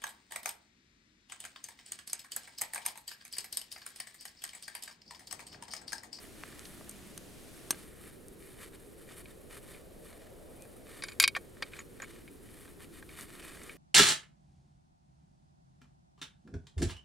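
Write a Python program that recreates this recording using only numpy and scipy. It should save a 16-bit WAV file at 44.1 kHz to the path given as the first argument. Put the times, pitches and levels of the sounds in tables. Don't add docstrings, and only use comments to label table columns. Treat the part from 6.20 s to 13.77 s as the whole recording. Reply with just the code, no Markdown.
import sys
import numpy as np
from scipy import signal
from scipy.fft import rfft, irfft
from scipy.io import wavfile
from scipy.ndimage import uniform_filter1d

SR = 44100
rng = np.random.default_rng(int(sys.argv[2]) if len(sys.argv) > 2 else 0)


def int16_out(signal):
    q = np.round(np.clip(np.atleast_2d(signal).T, -1, 1) * 32767)
    wavfile.write(sys.argv[1], SR, q.astype(np.int16))


N = 333837
TIME = np.arange(N) / SR
RING_TIME = np.arange(SR // 5) / SR


def amp(db):
    return 10 ** (np.asarray(db) / 20)


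def evened(x):
    return x / np.sqrt(np.mean(x ** 2) + 1e-20)


def as_burst(x):
    return x / np.sqrt(np.sum(x ** 2) / (.005 * SR) + 1e-20)


def read(points, hz):
    f, value = np.transpose(points)
    return np.interp(np.log(hz + 1), np.log(f), value)


def follow(rows, t):
    s, *columns = np.transpose(rows)
    return [np.interp(t, s, c) for c in columns]


def coloured(x, points):
    size = x.shape[-1]
    hz = np.fft.rfftfreq(size, 1 / SR)
    closing = 1 / (1 + (hz / points[-1][0]) ** 90)
    shaped = rfft(x) * amp(read(points, hz)) * closing
    return evened(irfft(shaped, size))


def edge(x, hz, kind, order):
    sos = signal.butter(order, min(hz, .45 * SR), kind, fs=SR, output="sos")
    return signal.sosfilt(sos, x)


def noise_pair(same):
    common, left, right = rng.standard_normal((3, N))
    same = np.clip(same, 0, 1)
    return np.sqrt(same) * common + np.sqrt(1 - same) * np.array([left, right])


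def wander(per_s):
    knots = rng.standard_normal(N // 20)
    return evened(np.interp(TIME * per_s, np.arange(len(knots)), knots))


def add(mix, s, sound):
    part = mix[max(round(s * SR), 0):][:len(sound)]
    part += sound[:len(part)]


def moving_band(hz, width_below, width_above, same):
    f, t, z = signal.stft(noise_pair(same), SR, nperseg=2048, noverlap=1536)
    octaves = np.log2((f[:, None] + 1) / np.interp(t, TIME, hz))
    width = np.where(octaves < 0, width_below, width_above)
    bell = 1 / (1 + (octaves / width) ** 2) ** 2
    return evened(signal.istft(z * bell, SR, nperseg=2048, noverlap=1536)[1][:, :N])


# time in seconds, pitch in Hz.
ROAR_PITCH = [(0, 315), (.8, 312), (1.9, 410), (2.7, 418), (4.4, 548), (4.9, 445), (5.5, 412), (7, 322),
              (7.57, 434)]
# frequency in Hz, relative level in dB per Hz.
ROAR_BODY = [(8, -9.5), (25, 0), (55, -1), (110, -3.5), (220, -4.5), (380, -5.5), (600, -16.5),
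             (900, -21.5), (1600, -22.5), (4000, -32.5), (9000, -71.5)]
CREST_DB, BODY_DB = -58, -54.5
MOAN_PEAK_S, MOAN_WIDTH_S, MOAN_DB = .9, 0.51, -59
MOAN_HZ, MOAN_SAG_OCT_PER_S = 189, .25


def far_roar():
    crest = amp(CREST_DB) * moving_band(follow(ROAR_PITCH, TIME)[0], width_below=1.0, width_above=0.61, same=0.31)
    body = amp(BODY_DB) * coloured(noise_pair(same=0.29), ROAR_BODY)
    from_peak = TIME - MOAN_PEAK_S
    sagging_time = np.clip(from_peak, -MOAN_WIDTH_S, MOAN_WIDTH_S)
    moan_hz = MOAN_HZ * 2 ** (-MOAN_SAG_OCT_PER_S * sagging_time)
    swell = amp(MOAN_DB) * np.exp(-(from_peak / MOAN_WIDTH_S) ** 2)
    moan = swell * moving_band(moan_hz, width_below=0.34, width_above=0.25, same=1.0)
    return crest + body + moan


# frequency in Hz, side minus mid in dB before width_db is added.
HISS_WIDTH = [(1000, -11.5), (2500, -0.5), (4400, -3), (6500, -9), (9000, -28), (11000, -3.5), (14000, 3)]


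def wide_noise(points, width_db):
    mid, side = coloured(rng.standard_normal((2, N)), points)
    side_gain = amp(width_db + read(HISS_WIDTH, np.fft.rfftfreq(N, 1 / SR)))
    side = irfft(rfft(side) * side_gain, N)
    return np.array([mid + side, mid - side])


# frequency in Hz, relative level in dB per Hz.
EARLY_HISS = [(200, 4.5), (650, 7), (900, -3), (1600, -2), (3000, -3.5), (6000, -4.5), (9500, -4.5),
              (12500, -10), (16000, -17)]
# frequency in Hz, relative level in dB per Hz.
HISS = [(200, 6), (1200, -11.5), (2500, -7), (4000, -1.5), (6000, -3.5), (7500, -1), (9800, -8),
        (12500, -3), (16000, -10)]
EARLY_DB, EARLY_END_S, EARLY_FADE_S = -58, 1.65, 0.022


def hiss():
    opening = (1 - np.tanh((TIME - EARLY_END_S) / EARLY_FADE_S)) / 2
    early = amp(EARLY_DB) * opening * wide_noise(EARLY_HISS, width_db=-2)
    lasting = amp(-67.5) * wide_noise(HISS, width_db=-10.5)
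    return early + lasting


STROKE_SKEW, STROKE_ARCH = 0.93, 0.52


def stroke(start, length):
    u = np.clip((TIME - start) / length, 0, 1)
    moving = (u > 0) & (u < 1)
    speed = np.zeros(N)
    speed[moving] = np.sin(np.pi * u[moving] ** STROKE_SKEW) ** STROKE_ARCH
    return speed


def friction(grains_per_s, grain_db, flutter_db):
    size_db = 4 * np.minimum(rng.exponential(1, N), 2.5)
    size = amp(size_db) * rng.choice([-1, 1], N)
    grains = evened(size * (rng.random(N) < grains_per_s / SR))
    rush = rng.standard_normal(N)
    return (rush + amp(grain_db) * grains) * amp(flutter_db * wander(per_s=88))


CRUNCH_PER_S, CRUNCH_DB = 110, -5.5


def crunch(grain_s=0.00136, spread_db=4):
    size_db = spread_db * np.minimum(rng.exponential(1, N), 2)
    breaks = amp(size_db) * (rng.random(N) < CRUNCH_PER_S / SR)
    puffs = signal.lfilter([1], [1, -np.exp(-1 / (grain_s * SR))], breaks)
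    return evened(puffs * rng.standard_normal(N))


# frequency in Hz, relative level in dB, t60 in seconds at ring factor 1.
SHAFT_MODES = [(1105, -15, .06), (1305, -22, .05), (1590, -9, .06), (1927, -15, .04), (2200, -6, .08),
               (2255, -1, .09), (2365, -6, .07), (2440, -2, .075), (2490, -4, .07), (3150, -9, .08),
               (3725, -6, .06), (3818, -7, .07), (4115, -7, .065), (4595, -3, .06), (4720, -1, .06),
               (4795, -5, .05), (5095, -11, .05), (5410, -9, .05), (5780, -10, .035), (7050, -12, .04),
               (8500, -14, .035), (9180, -11, .04), (9820, -7, .04), (10870, -15, .035), (11620, -8, .035),
               (12430, -12, .04), (15550, -17, .03)]


def rubbed_shaft(slips):
    hz, db, t60 = np.transpose(SHAFT_MODES)[:, :, None]
    decay = amp(db - 60 * RING_TIME / t60)
    ring = (decay * np.sin(2 * np.pi * hz * RING_TIME)).sum(0)
    return evened(signal.oaconvolve(slips, ring)[:N])


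CLOTH_SLACK_S = 0.019


def slackened(power):
    smooth = uniform_filter1d(power, max(round(CLOTH_SLACK_S * SR), 1))
    return np.sqrt(abs(smooth))


# start in seconds, length in seconds,
# rustle level in dB at the top of the arch, swish over rustle in dB.
STROKES = [(0.0, 0.093, -59, 0), (0.155, 0.3, -57.5, -4.5), (0.393, 0.23, -60, 1.5),
           (0.588, 0.37, -62.5, -3), (1.18, 0.53, -66, 1), (1.522, 0.25, -62, -1), (1.747, 0.24, -61, -1),
           (2.201, 0.19, -60, 0.5), (2.38, 0.11, -54.5, -3.5), (2.528, 0.042, -56.5, -3),
           (2.563, .12, -67.5, 3), (2.78, 0.065, -62.5, 0), (2.874, 0.074, -54.5, -6),
           (2.944, 0.087, -56.5, 1), (3.053, 0.1, -62.5, -3), (3.301, 0.089, -53, -2.5),
           (3.417, .2, -57.5, -2), (3.824, 0.16, -60, -2.5), (3.987, 0.12, -62, -9),
           (4.113, 0.55, -71, 2.5), (4.653, 0.19, -55.5, -4.5), (4.825, .13, -57, -4),
           (5.365, 0.15, -60, -15), (5.516, 0.11, -53.5, -10.5), (5.752, 0.29, -59, -8),
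           (6.235, 0.3, -61.5, -1), (6.59, .065, -58, -3.5), (6.721, 0.087, -56.5, -4),
           (6.888, 0.1, -56, -5.5), (6.967, 0.086, -50, -1.5), (7.04, 0.56, -53.5, -5)]
# frequency in Hz, relative level in dB per Hz.
RUSTLE = [(300, -7.5), (800, -10.5), (1250, -3.5), (1900, -1.5), (2500, -4), (3100, -6.5), (4600, -11),
          (6000, -13), (9000, -13.5)]
# frequency in Hz, relative level in dB per Hz.
SWISH = [(3000, -35), (6200, -36.5), (7500, -7.5), (9200, 4.5), (11000, 2.5), (13000, -1.5), (16000, -15)]
REST_RUSTLE_DB, REST_SWISH_DB = -73, -67


def cloth(echo_s=0.001659, echo_share=0.31, steel_db=-11):
    rustle_power, swish_power = amp(REST_RUSTLE_DB) ** 2, amp(REST_SWISH_DB) ** 2
    for start, length, db, swish_db in STROKES:
        gain = amp(db) * stroke(start, length)
        rustle_power = rustle_power + gain ** 2
        swish_power = swish_power + (amp(swish_db) * gain) ** 2
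    slips = friction(grains_per_s=700, grain_db=-3, flutter_db=1.9)
    gritty = evened(slips) + amp(CRUNCH_DB) * crunch()
    echoed = gritty + echo_share * np.interp(TIME - echo_s, TIME, gritty)
    rustle = evened(coloured(echoed, RUSTLE) + amp(steel_db) * rubbed_shaft(gritty))
    swish = coloured(slips, SWISH)
    return slackened(rustle_power) * rustle + slackened(swish_power) * swish


STRIKE_PLACE_DB = 0.5


def struck(modes, crack, ring, crack_db, crack_s, dense_db, dense_t60):
    hz, db, t60 = np.transpose(modes)[:, :, None]
    t = RING_TIME / max(ring, .1)
    phase, place = rng.random((2, len(modes), 1))
    db = db + STRIKE_PLACE_DB * (2 * place - 1)
    decay = amp(db - 60 * t / t60)
    tones = (decay * np.sin(2 * np.pi * (hz * RING_TIME + phase))).sum(0)
    contact = np.exp(-(t / crack_s) ** 2)
    chatter = rfft(rng.standard_normal(len(t)) * contact)
    chatter = irfft(chatter / (abs(chatter) + 1e-9), len(t))
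    snap = coloured(chatter, crack) * np.exp(-(t / (2 * crack_s)) ** 2)
    wash = coloured(rng.standard_normal(len(t)), crack) * amp(-60 * t / dense_t60)
    return as_burst(tones) + amp(crack_db) * as_burst(snap) + amp(dense_db) * as_burst(wash)


# start in seconds, level in dB,
# low edge in Hz, high edge in Hz, ring length factor.
SNAPS = [(0.236, -40, 1100, 2840, 0.48), (.3937, -47, 1000, 12000, 0.21), (0.4532, -47.5, 3600, 4200, 1.9),
         (0.61, -50, 500, 1410, 1.4), (.694, -40.5, 6130, 13100, 1), (.7115, -50, 7500, 11000, .87),
         (0.9771, -41, 1180, 13000, 0.62), (1.5069, -24, 180, 14800, 0.58),
         (1.5082, -26.5, 1200, 13000, 1.5), (1.526, -44, 200, 3000, 2.8), (1.545, -50, 150, 4000, 2.6),
         (2.0837, -51, 8500, 15500, 0.25), (2.995, -60, 2000, 14000, .57),
         (4.422, -50.5, 3000, 13100, 0.41), (7.010, -46, 1200, 12900, .55), (7.4335, -51, 7000, 11000, .92)]
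# frequency in Hz, relative level in dB, t60 in seconds at ring factor 1.
PLASTIC_MODES = [(660, -12, .035), (1190, -13, .03), (1600, -11, .03), (2900, -14, .025), (4290, -10, .025),
                 (5750, -8, .02), (6325, -2, .028), (7050, -7, .025), (8380, 1, .028), (8880, -4, .028),
                 (9340, -4, .036), (10800, -9, .02), (12750, -6, .02)]
# frequency in Hz, relative level in dB per Hz.
PLASTIC_CRACK = [(100, -8), (500, -6), (2000, -4.5), (5000, -6), (9000, -3.5), (12500, -2), (16000, -19)]
THUD_HZ, THUD_T60_S, THUD_DB = 335, .02, -13.5


def snaps():
    out = np.zeros(N)
    thud_decay = np.exp(-np.log(1000) * RING_TIME / THUD_T60_S)
    thud = as_burst(np.sin(2 * np.pi * THUD_HZ * RING_TIME) * thud_decay)
    for s, db, low_hz, high_hz, ring in SNAPS:
        click = struck(PLASTIC_MODES, PLASTIC_CRACK, ring, crack_db=-1, crack_s=.003, dense_db=-15, dense_t60=.055)
        click = edge(click + amp(THUD_DB) * thud, low_hz, "high", order=2)
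        click = edge(click, high_hz, "low", order=3)
        add(out, s, amp(db) * as_burst(click))
    return out


# start in seconds, level in dB,
# contact cut-off in Hz, ring length factor.
SHAFT_BLOWS = [(3.0567, -50.5, 3800, .4), (3.546, -52, 3000, .35), (4.8223, -38.5, 6400, 0.94),
               (4.837, -34.5, 8000, 1), (4.884, -40.5, 7500, .9), (4.9187, -47, 4440, 0.6),
               (4.9994, -14.5, 12500, 0.91), (5.0072, -30, 12000, 0.99), (5.027, -25.5, 12000, .85),
               (5.0387, -14.5, 7060, 0.79), (5.0773, -21, 11000, 0.63), (5.1497, -31.5, 3380, 1),
               (5.1555, -35, 4000, .9), (5.4254, -31.5, 5240, 0.59), (5.5343, -42.5, 2790, .65),
               (5.5892, -45, 2200, 0.49), (5.602, -51, 1980, 0.32), (5.821, -44, 2300, .45),
               (5.843, -46, 2300, .45), (6.0772, -50.5, 2860, 0.63), (6.8908, -50, 3080, 0.34),
               (7.494, -43, 2400, 0.75)]
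# frequency in Hz, relative level in dB per Hz.
SHAFT_CRACK = [(200, -42), (850, -24), (1150, -7.5), (2300, -3.5), (4700, -1.5), (6300, -8), (10000, -1),
               (13000, -5), (16800, -13)]
CONTACT_RISE_S = 0.00033


def shaft():
    out = np.zeros(N)
    for s, db, cutoff_hz, ring in SHAFT_BLOWS:
        blow = struck(SHAFT_MODES, SHAFT_CRACK, ring, crack_db=-1, crack_s=0.0039, dense_db=-5.5, dense_t60=.05)
        blow = blow * (1 - np.exp(-RING_TIME / CONTACT_RISE_S))
        blow = edge(blow, 660, "high", order=2)
        dull = edge(blow, cutoff_hz, "low", order=3) + amp(-21.5) * blow
        add(out, s, amp(db) * as_burst(dull))
    return out


# start in seconds, level in dB.
CLAMP_KNOCKS = [(3.368, -50.5), (4.4513, -58), (4.824, -45), (4.838, -39.5), (4.886, -46), (5.1629, -30.5),
                (5.1658, -29.5), (5.369, -56.5), (5.4229, -32), (5.59, -44), (5.602, -50), (5.8005, -42),
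                (5.82, -47), (5.8277, -43.5), (5.836, -45.5), (6.4546, -55), (6.478, -54.5), (6.604, -55),
                (6.8254, -47.5)]
# frequency in Hz, relative level in dB, t60 in seconds at ring factor 1.
CLAMP_MODES = [(526, -14, .065), (860, -18, .04), (1133, -7, .04), (1312, -10, .035), (1596, 0, .035),
               (1841, -1, .035), (2073, -11, .03), (2394, -6, .035), (3250, -14, .025), (4130, -17, .03)]
# frequency in Hz, relative level in dB per Hz.
CLAMP_CRACK = [(200, -29), (550, -2), (1100, -4.5), (1700, 3), (2400, -26), (3500, -7.5), (6000, -16.5),
               (10000, -17), (16000, -36)]
KNOCK_RING, KNOCK_DB_PER_DOUBLING = 1, 31


def clamp():
    out = np.zeros(N)
    rise = 1 - np.exp(-RING_TIME / 0.00052)
    for s, db in CLAMP_KNOCKS:
        ring = KNOCK_RING * 2 ** ((db + 30) / KNOCK_DB_PER_DOUBLING)
        knock = struck(CLAMP_MODES, CLAMP_CRACK, ring, crack_db=-11.5, crack_s=0.0014, dense_db=-7.0, dense_t60=0.041)
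        add(out, s, amp(db) * as_burst(knock * rise))
    return out


# start in seconds, length in seconds, level in dB.
SQUEAKS = [(4.387, .07, -66), (7.197, .16, -62)]
SQUEAK_HZ = 2450


def squeak():
    level = sum(amp(db) * stroke(start, length) for start, length, db in SQUEAKS)
    return level * moving_band(np.full(N, SQUEAK_HZ), width_below=.07, width_above=0.11, same=0.95)


# start in seconds, level in dB, pitch in Hz, t60 in seconds.
PINGS = [(4.836, -39.5, 9800, .032), (4.837, -53, 7050, .07), (4.8838, -51, 7080, .11),
         (4.919, -58, 7170, .07), (5.0, -26, 7030, 0.047), (5.5923, -44.5, 6800, 0.05),
         (5.8204, -42.5, 6850, 0.026), (5.836, -54, 6870, .04)]


def pings():
    out = np.zeros(N)
    for s, db, hz, t60 in PINGS:
        note = np.sin(2 * np.pi * hz * RING_TIME) * amp(-60 * RING_TIME / t60)
        add(out, s, amp(db) * as_burst(note))
    return out


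SLIDE_START_S, SLIDE_LENGTH_S, SLIDE_DB = 5.015, 0.02, -30


def slide(ring_db=-3):
    chatter = rng.standard_normal(N)
    scrape = evened(coloured(chatter, SHAFT_CRACK) + amp(ring_db) * rubbed_shaft(chatter))
    return amp(SLIDE_DB) * stroke(SLIDE_START_S, SLIDE_LENGTH_S) * scrape


def two_ports(x, side_db=-19, near_s=0.00092, far_s=.0023):
    near = np.interp(TIME - near_s, TIME, x)
    far = np.interp(TIME - far_s, TIME, x)
    side = amp(side_db) * (near - far) / np.sqrt(2)
    return np.array([x + side, x - side])


def scene():
    handling = cloth() + snaps() + shaft() + clamp() + pings() + slide()
    return far_roar() + hiss() + two_ports(handling) + squeak()


EDGE_HZ = 16450


def record(dry):
    low_pass = signal.firwin(301, EDGE_HZ, window=("kaiser", 8), fs=SR)
    return signal.oaconvolve(dry, low_pass[None], "same", axes=1)


dry = scene()
out = record(dry)
int16_out(out)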